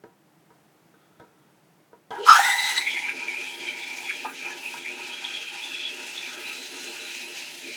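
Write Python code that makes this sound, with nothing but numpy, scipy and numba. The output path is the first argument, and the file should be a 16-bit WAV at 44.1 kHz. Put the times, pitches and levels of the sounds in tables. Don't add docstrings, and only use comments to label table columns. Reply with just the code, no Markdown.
import sys
import numpy as np
from scipy import signal
from scipy.fft import rfft, irfft, next_fast_len
from scipy.io import wavfile
from scipy.ndimage import uniform_filter1d
from numba import njit

SR = 44100
rng = np.random.default_rng(int(sys.argv[2]) if len(sys.argv) > 2 else 0)


def unload_audio(sound):
    columns = np.transpose(np.atleast_2d(sound))
    steps = np.round(np.clip(columns, -1, 1) * 32767)
    wavfile.write(sys.argv[1], SR, steps.astype(np.int16))


def gain_from_decibels(decibels):
    exponent = np.asarray(decibels, float) / 20
    return 10 ** exponent


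N = 342216
VALVE_S, SWIRL_S = 2.105, 2.28


def unit(x):
    return x / np.sqrt(np.mean(x ** 2))


def columns(table):
    s, *cols = np.vstack(table).T
    return [np.interp(np.arange(N) / SR, s, c) for c in cols]


def between(t0, t1, edge_s=0.0015):
    t = np.arange(N) / SR
    return np.clip((t - t0) / edge_s, 0, 1) * np.clip((t1 - t) / edge_s, 0, 1)


@njit
def svf(x, hz, width):
    y, band, low = np.empty(len(x)), 0., 0.
    for i in range(len(x)):
        g, k = np.tan(np.pi * hz[i] / SR), width[i] / hz[i]
        v = (band + g * (x[i] - low)) / (1 + g * (g + k))
        low += 2 * g * v
        band = 2 * v - band
        y[i] = k * v
    return y


def resonance(x, hz, width):
    hz = hz + np.zeros(N)
    width = np.clip(width, 20, None) + np.zeros(N)
    return svf(svf(x, hz, width), hz, width) * np.sqrt(4 * SR / (2 * np.pi * width))


def walk(rate):
    k = int(SR / rate)
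    steps = np.repeat(rng.standard_normal(N // k + 1), k)
    return unit(uniform_filter1d(uniform_filter1d(steps, k), k)[:N])


def turbulence(burst_db, rate):
    return unit(rng.standard_normal(N) * gain_from_decibels(burst_db * walk(rate)))


def coloured(x, colour, keep_level=False):
    hz, db = np.transpose(colour)
    size = next_fast_len(N, True)
    f = np.arange(size // 2 + 1) * SR / size + 1
    gain = gain_from_decibels(np.interp(np.log(f), np.log(hz), db))
    y = irfft(rfft(x, size) * gain, size)[:N]
    return y if keep_level else unit(y)


def add(out, s, sound):
    i = int(s * SR)
    out[i:i + len(sound)] += sound[:N - i]


def pocket(table):
    # (multiple of the collapse rate, level [dB])
    overtone_levels = [(2, -9), (3, -6.5), (4, -3), (5, -9.5), (6, -19)]
    hz, db, over_db, width = columns(table)
    s = np.vstack(table)[:, 0]
    unsteady_hz = hz * (1 + 0.019 * walk(30))
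    swing = signal.hilbert(resonance(turbulence(burst_db=2.0, rate=90), unsteady_hz, width))
    size, phase = np.abs(swing), np.angle(swing)
    overtones = sum(gain_from_decibels(d) * np.cos(k * phase) for k, d in overtone_levels)
    sound = swing.real + gain_from_decibels(over_db) * size * overtones
    return gain_from_decibels(db) * sound * between(s[0], s[-1] + 0.023, edge_s=0.0076)


def steam_pockets():
    # (time [s], collapse rate [Hz], level [dB], overtones [dB], unsteadiness [Hz])
    blast = [
        [(2.258, 1320, -31, -20, 190), (2.266, 1275, -23, -14, 190), (2.294, 1300, -6.5, -16, 184),
         (2.36, 1292, -13.5, -13, 183)],
        [(2.36, 1390, -15.5, -12, 190), (2.454, 1450, -37, -18, 190), (2.462, 1490, -24.5, -23, 190),
         (2.5, 1450, -38, -24, 190)],
    ]
    throb = [
        [(2.25, 980, -37, -40, 130), (2.272, 995, -26, -40, 130), (2.322, 872, -29, -40, 130),
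         (2.396, 827, -20, -40, 129), (2.416, 840, -41, -40, 130), (2.45, 920, -39, -40, 130)],
        [(2.45, 905, -29, -40, 130), (2.496, 883, -29.5, -40, 130), (2.514, 890, -38, -40, 130),
         (2.728, 875, -39.5, -40, 130), (2.762, 890, -60, -40, 130), (2.784, 933, -30.5, -40, 130),
         (2.812, 925, -56, -40, 130), (2.86, 891, -52, -40, 130)],
    ]
    scream = [(2.33, 1640, -35, -17, 175), (2.362, 1740, -20, -14.5, 175), (2.484, 1995, -26.5, -9, 175),
              (2.518, 1940, -19.5, -11.5, 175), (2.548, 2000, -29, -13, 175), (2.716, 1944, -24.5, -9, 175),
              (2.734, 2000, -41, -7, 175), (2.758, 1990, -34, -10, 175), (2.772, 1952, -20.5, -7.5, 175),
              (2.85, 2000, -52, -9, 175)]
    squeal = [(2.8, 2310, -26, -24, 340), (2.84, 2280, -37.5, -29, 340), (2.88, 2280, -22.5, -26, 342),
              (2.91, 2300, -34, -30, 340), (2.99, 2190, -23.5, -21.5, 337), (3.01, 2220, -37, -24, 340),
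              (3.03, 2280, -27, -24, 340), (3.05, 2200, -34.5, -26, 340), (3.1, 2360, -27.5, -25, 340),
              (3.14, 2330, -43, -18, 340), (3.2, 2400, -31.5, -24, 340), (3.25, 2440, -42, -24, 340),
              (3.28, 2310, -32.5, -20, 340), (3.34, 2380, -36, -24, 340), (3.38, 2430, -31.5, -24, 340),
              (3.57, 2360, -43.5, -24, 340), (3.68, 2320, -32, -26, 340), (3.75, 2360, -37.5, -28, 340),
              (3.95, 2350, -37.5, -28, 340), (4.01, 2400, -40.5, -14, 340), (4.11, 2300, -31.5, -23, 340),
              (4.14, 2330, -39.5, -24, 340), (4.24, 2540, -35.5, -22, 340), (4.33, 2460, -50.5, -21, 340),
              (4.47, 2480, -31, -25, 340), (4.55, 2490, -47, -28, 340), (4.62, 2520, -45, -24, 340),
              (4.66, 2500, -33.5, -18, 340), (4.76, 2550, -41, -24, 340), (4.84, 2300, -44, -24, 340),
              (4.86, 2320, -33, -19, 340), (4.94, 2514, -38.5, -28, 342), (5.87, 2564, -38, -24, 342),
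              (6.02, 2670, -41.5, -19, 340), (6.28, 2420, -35, -23, 340), (6.31, 2510, -45.5, -24, 340),
              (6.52, 2570, -33.5, -22, 340), (6.61, 2580, -49, -24, 340), (7.16, 2630, -37, -28, 340),
              (7.28, 2620, -44, -6.5, 340), (7.48, 2620, -41, -31, 340), (7.58, 2700, -51, -17, 340),
              (7.72, 2360, -36.5, -20, 340), (7.76, 2450, -47, -24, 340)]
    return sum(pocket(table) for table in (blast, throb, scream, squeal))


def whistle():
    # (time [s], collapse rate [Hz], level [dB])
    early_and_warming = [
        [(2.1, 3220, -61), (2.108, 3230, -43), (2.142, 3080, -62), (2.308, 3110, -27), (2.354, 3250, -32),
         (2.42, 3210, -39)],
        [(2.86, 3400, -39), (2.93, 3360, -36), (3.13, 3320, -65), (3.32, 3120, -42), (3.33, 3200, -52),
         (3.5, 3250, -41), (3.59, 3300, -47), (3.68, 3120, -33), (3.78, 3260, -50), (3.83, 3480, -38.5),
         (3.98, 3260, -61), (4.09, 3400, -39), (4.24, 3120, -49), (4.34, 3130, -62), (4.42, 3160, -47),
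         (4.61, 3100, -58), (4.88, 3360, -46), (4.98, 3140, -65), (5.05, 3000, -43), (5.08, 3130, -59),
         (5.12, 3260, -35.5), (5.22, 3270, -51), (5.25, 3280, -36), (5.27, 3260, -39), (5.35, 3310, -35),
         (5.6, 3100, -49.5), (5.64, 3470, -40), (5.88, 3360, -35.5), (5.93, 3290, -47), (6.13, 3380, -57),
         (6.18, 3490, -32.5), (6.23, 3500, -49), (6.44, 3290, -46)],
    ]
    cold = [(2.43, 3650, -36), (2.532, 3730, -32), (2.576, 3980, -37), (2.598, 3850, -27.5),
            (2.77, 3930, -36.5), (2.782, 3870, -20.5), (2.792, 3930, -37), (2.85, 3900, -41)]
    warm = [(6.45, 3930, -52), (6.478, 3960, -40), (6.504, 3950, -44), (6.84, 4070, -49),
            (6.884, 4070, -42), (6.92, 4030, -57.5), (7.008, 3940, -43.5), (7.638, 4050, -58),
            (7.686, 4000, -48), (7.76, 4000, -51)]
    hz, db = columns([early_and_warming[0], cold, early_and_warming[1], warm])
    width = np.interp(np.arange(N) / SR, [2.8, 3.2, 6.3, 6.5], [420, 300, 300, 200])
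    drive = turbulence(burst_db=2.5, rate=60)
    shoulder = 0.42 * resonance(drive, 3600, 1300)
    return gain_from_decibels(db) * unit(resonance(drive, hz, width) + shoulder)


def jet():
    hiss = [
        [(2.1, -64.5, 4), (2.244, -49.5, -13), (2.272, -32.5, -5), (2.3, -35, 0)],
        [(2.3, -36, -6), (2.356, -28.5, -1.5), (2.432, -35, 0), (2.612, -39.5, 0), (2.7, -35, -5),
         (2.9, -46, -1)],
        [(2.9, -43, -7), (3.14, -46.5, -11), (3.39, -48.5, -7), (3.41, -43.5, -11), (3.58, -49, -2),
         (3.62, -43, -12), (3.75, -50, -5), (3.79, -45.5, -7), (4.23, -46.5, -6), (4.31, -54.5, 5),
         (4.36, -45.5, -10), (4.51, -47, -8), (4.52, -44.5, -12), (4.62, -48.5, -3), (4.73, -44.5, -5),
         (4.82, -49, -8), (5.07, -45.5, -10), (5.43, -45, -10), (5.46, -48, -6), (5.57, -43, -13),
         (5.62, -46, -3.5), (5.86, -44.5, -15), (5.96, -45.5, -6), (6.22, -43, -11), (6.36, -45, -5),
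         (7.18, -43, -6.5), (7.27, -46.5, -7), (7.37, -41.5, -9), (7.54, -45.5, -5), (7.76, -44.5, -7)],
    ]
    # (frequency [Hz], level per Hz [dB])
    hiss_colour = [(300, -23), (900, -10.5), (1080, -20), (1600, -8), (2700, -1), (4900, -7.5), (6600, -8),
                   (8000, -12), (10800, -13), (13000, -19.5), (15100, -16), (15700, -23), (17600, -17)]
    db, top_db = columns(hiss)
    bursts_db = 1.15 * walk(110)
    out = 0
    for lo in 300 * 1.3 ** np.arange(16):
        edges = signal.butter(2, [lo, 1.3 * lo], "band", fs=SR, output="sos")
        band = signal.sosfilt(edges, rng.standard_normal(N))
        band = coloured(band, hiss_colour, keep_level=True)
        share = np.clip(np.log2(lo / 5500), 0, 1.6)
        out = out + band * gain_from_decibels(1.4 * walk(25) + share * (top_db + 3))
    return gain_from_decibels(db + 14 + bursts_db) * out


def churn():
    # (time [s], slosh [dB], wall ring [dB], rim ring [dB])
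    churning = [
        [(2.1, -52, -38, -53), (2.108, -49, -32.5, -40.5), (2.24, -37.5, -43.5, -49), (2.274, -54, -39, -42),
         (2.302, -61, -27, -39), (2.5, -54, -39.5, -35)],
        [(2.5, -61, -40, -33), (2.57, -55, -39, -42), (2.72, -57, -44.5, -34.5), (2.87, -50, -49.5, -57),
         (3.04, -50.5, -46.5, -57), (3.1, -52, -51, -51), (3.17, -50, -54, -55), (3.26, -49.5, -48, -54),
         (3.57, -51, -52, -57), (3.69, -47, -50.5, -53), (3.74, -51, -51, -60), (4.08, -53.5, -49.5, -55),
         (4.11, -55, -62, -40), (4.15, -51.5, -54, -64), (4.23, -50, -52, -58), (4.26, -47, -35.5, -39),
         (4.36, -48.5, -64, -57), (4.49, -47.5, -44, -46.5), (4.7, -47.5, -54, -61), (4.74, -51.5, -50, -49),
         (4.83, -46.5, -53.5, -58.5), (5.05, -50.5, -51.5, -48.5), (5.11, -47.5, -53, -52),
         (5.25, -52, -49, -49.5), (5.37, -47, -57.5, -54), (5.5, -54.5, -57, -54.5), (5.68, -52, -50, -52),
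         (5.75, -43, -63, -50), (5.78, -51, -55.5, -52.5), (6.54, -48, -54.5, -50), (6.66, -52, -69, -69),
         (6.75, -48.5, -55, -50.5), (7.49, -54, -58.5, -64), (7.54, -52, -65, -59), (7.6, -57.5, -68, -67),
         (7.69, -41, -77, -64), (7.76, -56, -70, -71)],
    ]
    # (frequency [Hz], width [Hz], level [dB])
    slosh = [(264.4, 35, -3), (353, 36, 1), (444.3, 60, -4.5), (592, 73, -7)]
    # (frequency [Hz], width [Hz], level [dB])
    wall = [(828, 113, 2), (860, 84, 5), (932, 48, 6)]
    # (frequency [Hz], width [Hz], level [dB])
    rim = [(1300, 96, 8.5), (1450, 63, 10), (1614, 160, 11), (1882, 350, 4)]
    out = 0
    for db, modes, start in zip(columns(churning), (slosh, wall, rim), (SWIRL_S, VALVE_S, VALVE_S)):
        drive = turbulence(burst_db=2.5, rate=25) * between(start, 9)
        ring = sum(gain_from_decibels(d) * resonance(drive, f, w) for f, w, d in modes)
        out = out + gain_from_decibels(db) * unit(ring)
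    return out


def blups():
    # (time [s], peak [dB], frequency [Hz], glide [octaves], time to fall 60 dB [s])
    bubbles = [(2.870, -19, 2210, .02, 0.057), (3.085, -29, 1625, 0.00088, 0.13),
               (4.505, -33, 1780, -.08, .12), (3.282, -22.5, 2290, 0.076, .07),
               (4.099, -16, 2530, -0.47, .035), (4.107, -18.5, 1830, -0.4, 0.021),
               (4.248, -23, 860, .02, 0.084), (4.25, -26, 1235, -0.034, 0.1),
               (4.250, -32, 1573, -0.13, 0.063), (4.74, -26.5, 923, 0.049, 0.064),
               (4.858, -26, 2095, 0.125, 0.078), (5.048, -28, 2510, 0.09, 0.032),
               (5.248, -21, 3410, 0.15, 0.027), (7.70, -39, 2060, .05, .06)]
    out, t = np.zeros(N), np.arange(SR // 6) / SR
    slow = signal.butter(2, 250, fs=SR, output="sos")
    for s, db, hz, glide, t60 in bubbles:
        rough = 1 + 0.67 * signal.sosfilt(slow, 7 * rng.standard_normal(len(t)))
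        turns = np.cumsum(hz * 2 ** (glide * np.tanh(t / 0.013))) / SR
        fade = np.minimum(t / 0.0018, 1) * 1000. ** (-t / t60)
        add(out, s, gain_from_decibels(db) * rough * fade * np.sin(2 * np.pi * turns))
    return out


def spit():
    # (time [s], frequency [Hz], level [dB])
    slug = [
        [(2.105, 413, -49), (2.121, 430, -50), (2.161, 407, -49), (2.17, 394, -42)],
        [(2.17, 371, -38), (2.192, 396, -31), (2.244, 464, -31.5), (2.28, 457, -47)],
    ]
    hz, db = columns(slug)
    return gain_from_decibels(db) * resonance(rng.standard_normal(N), hz, 70) * between(VALVE_S, SWIRL_S, edge_s=0.0054)


def struck(blow, modes):
    t = np.arange(len(blow)) / SR
    ring = sum(gain_from_decibels(d) * np.sin(2 * np.pi * f * t) * 1000. ** (-t / t60) for f, d, t60 in modes)
    sound = signal.fftconvolve(blow, ring)[:len(t)]
    return sound / np.abs(sound).max()


def nudges():
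    # (time [s], peak [dB], metal minus wood [dB], rattle length [share], crack [dB])
    knocks = [
        (0.038, -34, -12, 0.93, -38),
        (0.504, -45, 0, 1.1, -24),
        (0.94, -58, 13, 0.79, -24),
        (1.198, -35, -7, 1.6, -29),
        (1.931, -36.5, -11, 0.95, -35),
        (2.106, -28.5, -23, 1.7, -23),
    ]
    # (frequency [Hz], level [dB], time to fall 60 dB [s])
    wood = [(459.6, 5.5, .12), (497, -7, .1), (580, 0, .08), (660, 1, 0.067), (750, -2.5, 0.057),
            (347, -6, 0.25), (950, 3, 0.054)]
    # (frequency [Hz], level [dB], time to fall 60 dB [s])
    metal = [(1287, 4, 0.051), (1380, 6, 0.039), (1510, -5, 0.064), (1780, -19, .06), (2110, -15, .06)]
    out, t = np.zeros(N), np.arange(SR // 3) / SR
    crack_band = signal.butter(2, [1500, 4800], "band", fs=SR, output="sos")
    for s, db, metal_db, rattle, crack_db in knocks:
        fade = np.exp(-t / 0.0027) + 0.24 * np.exp(-t / (0.035 * rattle))
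        blow = rng.standard_normal(len(t)) * fade
        crack = gain_from_decibels(crack_db + 12) * signal.sosfilt(crack_band, blow)
        add(out, s, gain_from_decibels(db) * (struck(blow, wood) + gain_from_decibels(metal_db) * struck(blow, metal) + crack))
    return out


def slide():
    # (time [s], level [dB])
    stroke = [(0.9, -94), (0.944, -71), (1.188, -72), (1.204, -56.5), (1.238, -76), (1.448, -70),
              (1.482, -83), (1.6, -88)]
    db = columns(stroke)[0]
    rub = turbulence(burst_db=2.5, rate=24)
    steel = resonance(rub, 3400, 600) + 2 * resonance(rub, 1340, 250)
    return gain_from_decibels(db - 4) * steel * between(stroke[0][0], stroke[-1][0], edge_s=0.03)


def kitchen():
    # (frequency [Hz], level per Hz [dB])
    air_colour = [(18, -65), (30, -41), (117, -13), (157, -3.5), (260, -13.5), (321, -4.5), (348, -11),
                  (431, -12.5), (519, -15), (774, -14.5), (1100, -19), (2080, -23), (3830, -30),
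                  (15300, -35), (17500, -30.5)]
    # (frequency [Hz], level [dB])
    whine_tones = [(14912, -100), (14971, -90), (15030, -90), (15089, -98)]
    t = np.arange(N) / SR
    whine = sum(gain_from_decibels(db - 1) * np.sin(2 * np.pi * hz * t) for hz, db in whine_tones)
    air_db = -61
    return gain_from_decibels(air_db) * coloured(turbulence(burst_db=-0.9, rate=2.7), air_colour) + whine


def room(x):
    t60_s, echo_db = 0.2, -7
    t = np.arange(SR // 3) / SR
    tail = rng.standard_normal(len(t)) * 1000. ** (-t / t60_s) * np.minimum(t / 0.0028, 1)
    tail = signal.sosfilt(signal.butter(1, 500, "high", fs=SR, output="sos"), tail)
    tail = tail / np.sqrt(np.sum(tail ** 2))
    return x + gain_from_decibels(echo_db) * signal.fftconvolve(x, tail)[:N]


def scene():
    flow = (whistle() + churn() + jet()) * between(VALVE_S, 9)
    steam = steam_pockets() + flow + spit() + blups()
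    sources = gain_from_decibels(-1.08) * (steam + nudges() + slide())
    return (room(sources) + kitchen())[None]


def top_cut(x):
    return signal.sosfilt(signal.butter(12, 17780, fs=SR, output="sos"), x)


def record(dry):
    low_hz, top_hz = 97, 17250
    rounded = np.tanh(dry)
    thin = signal.sosfilt(signal.butter(2, low_hz, "high", fs=SR, output="sos"), rounded)
    thin = signal.sosfilt(signal.ellip(8, 0.2, 70, top_hz, fs=SR, output="sos"), thin)
    return top_cut(thin)


dry = scene()
out = record(dry)
unload_audio(out)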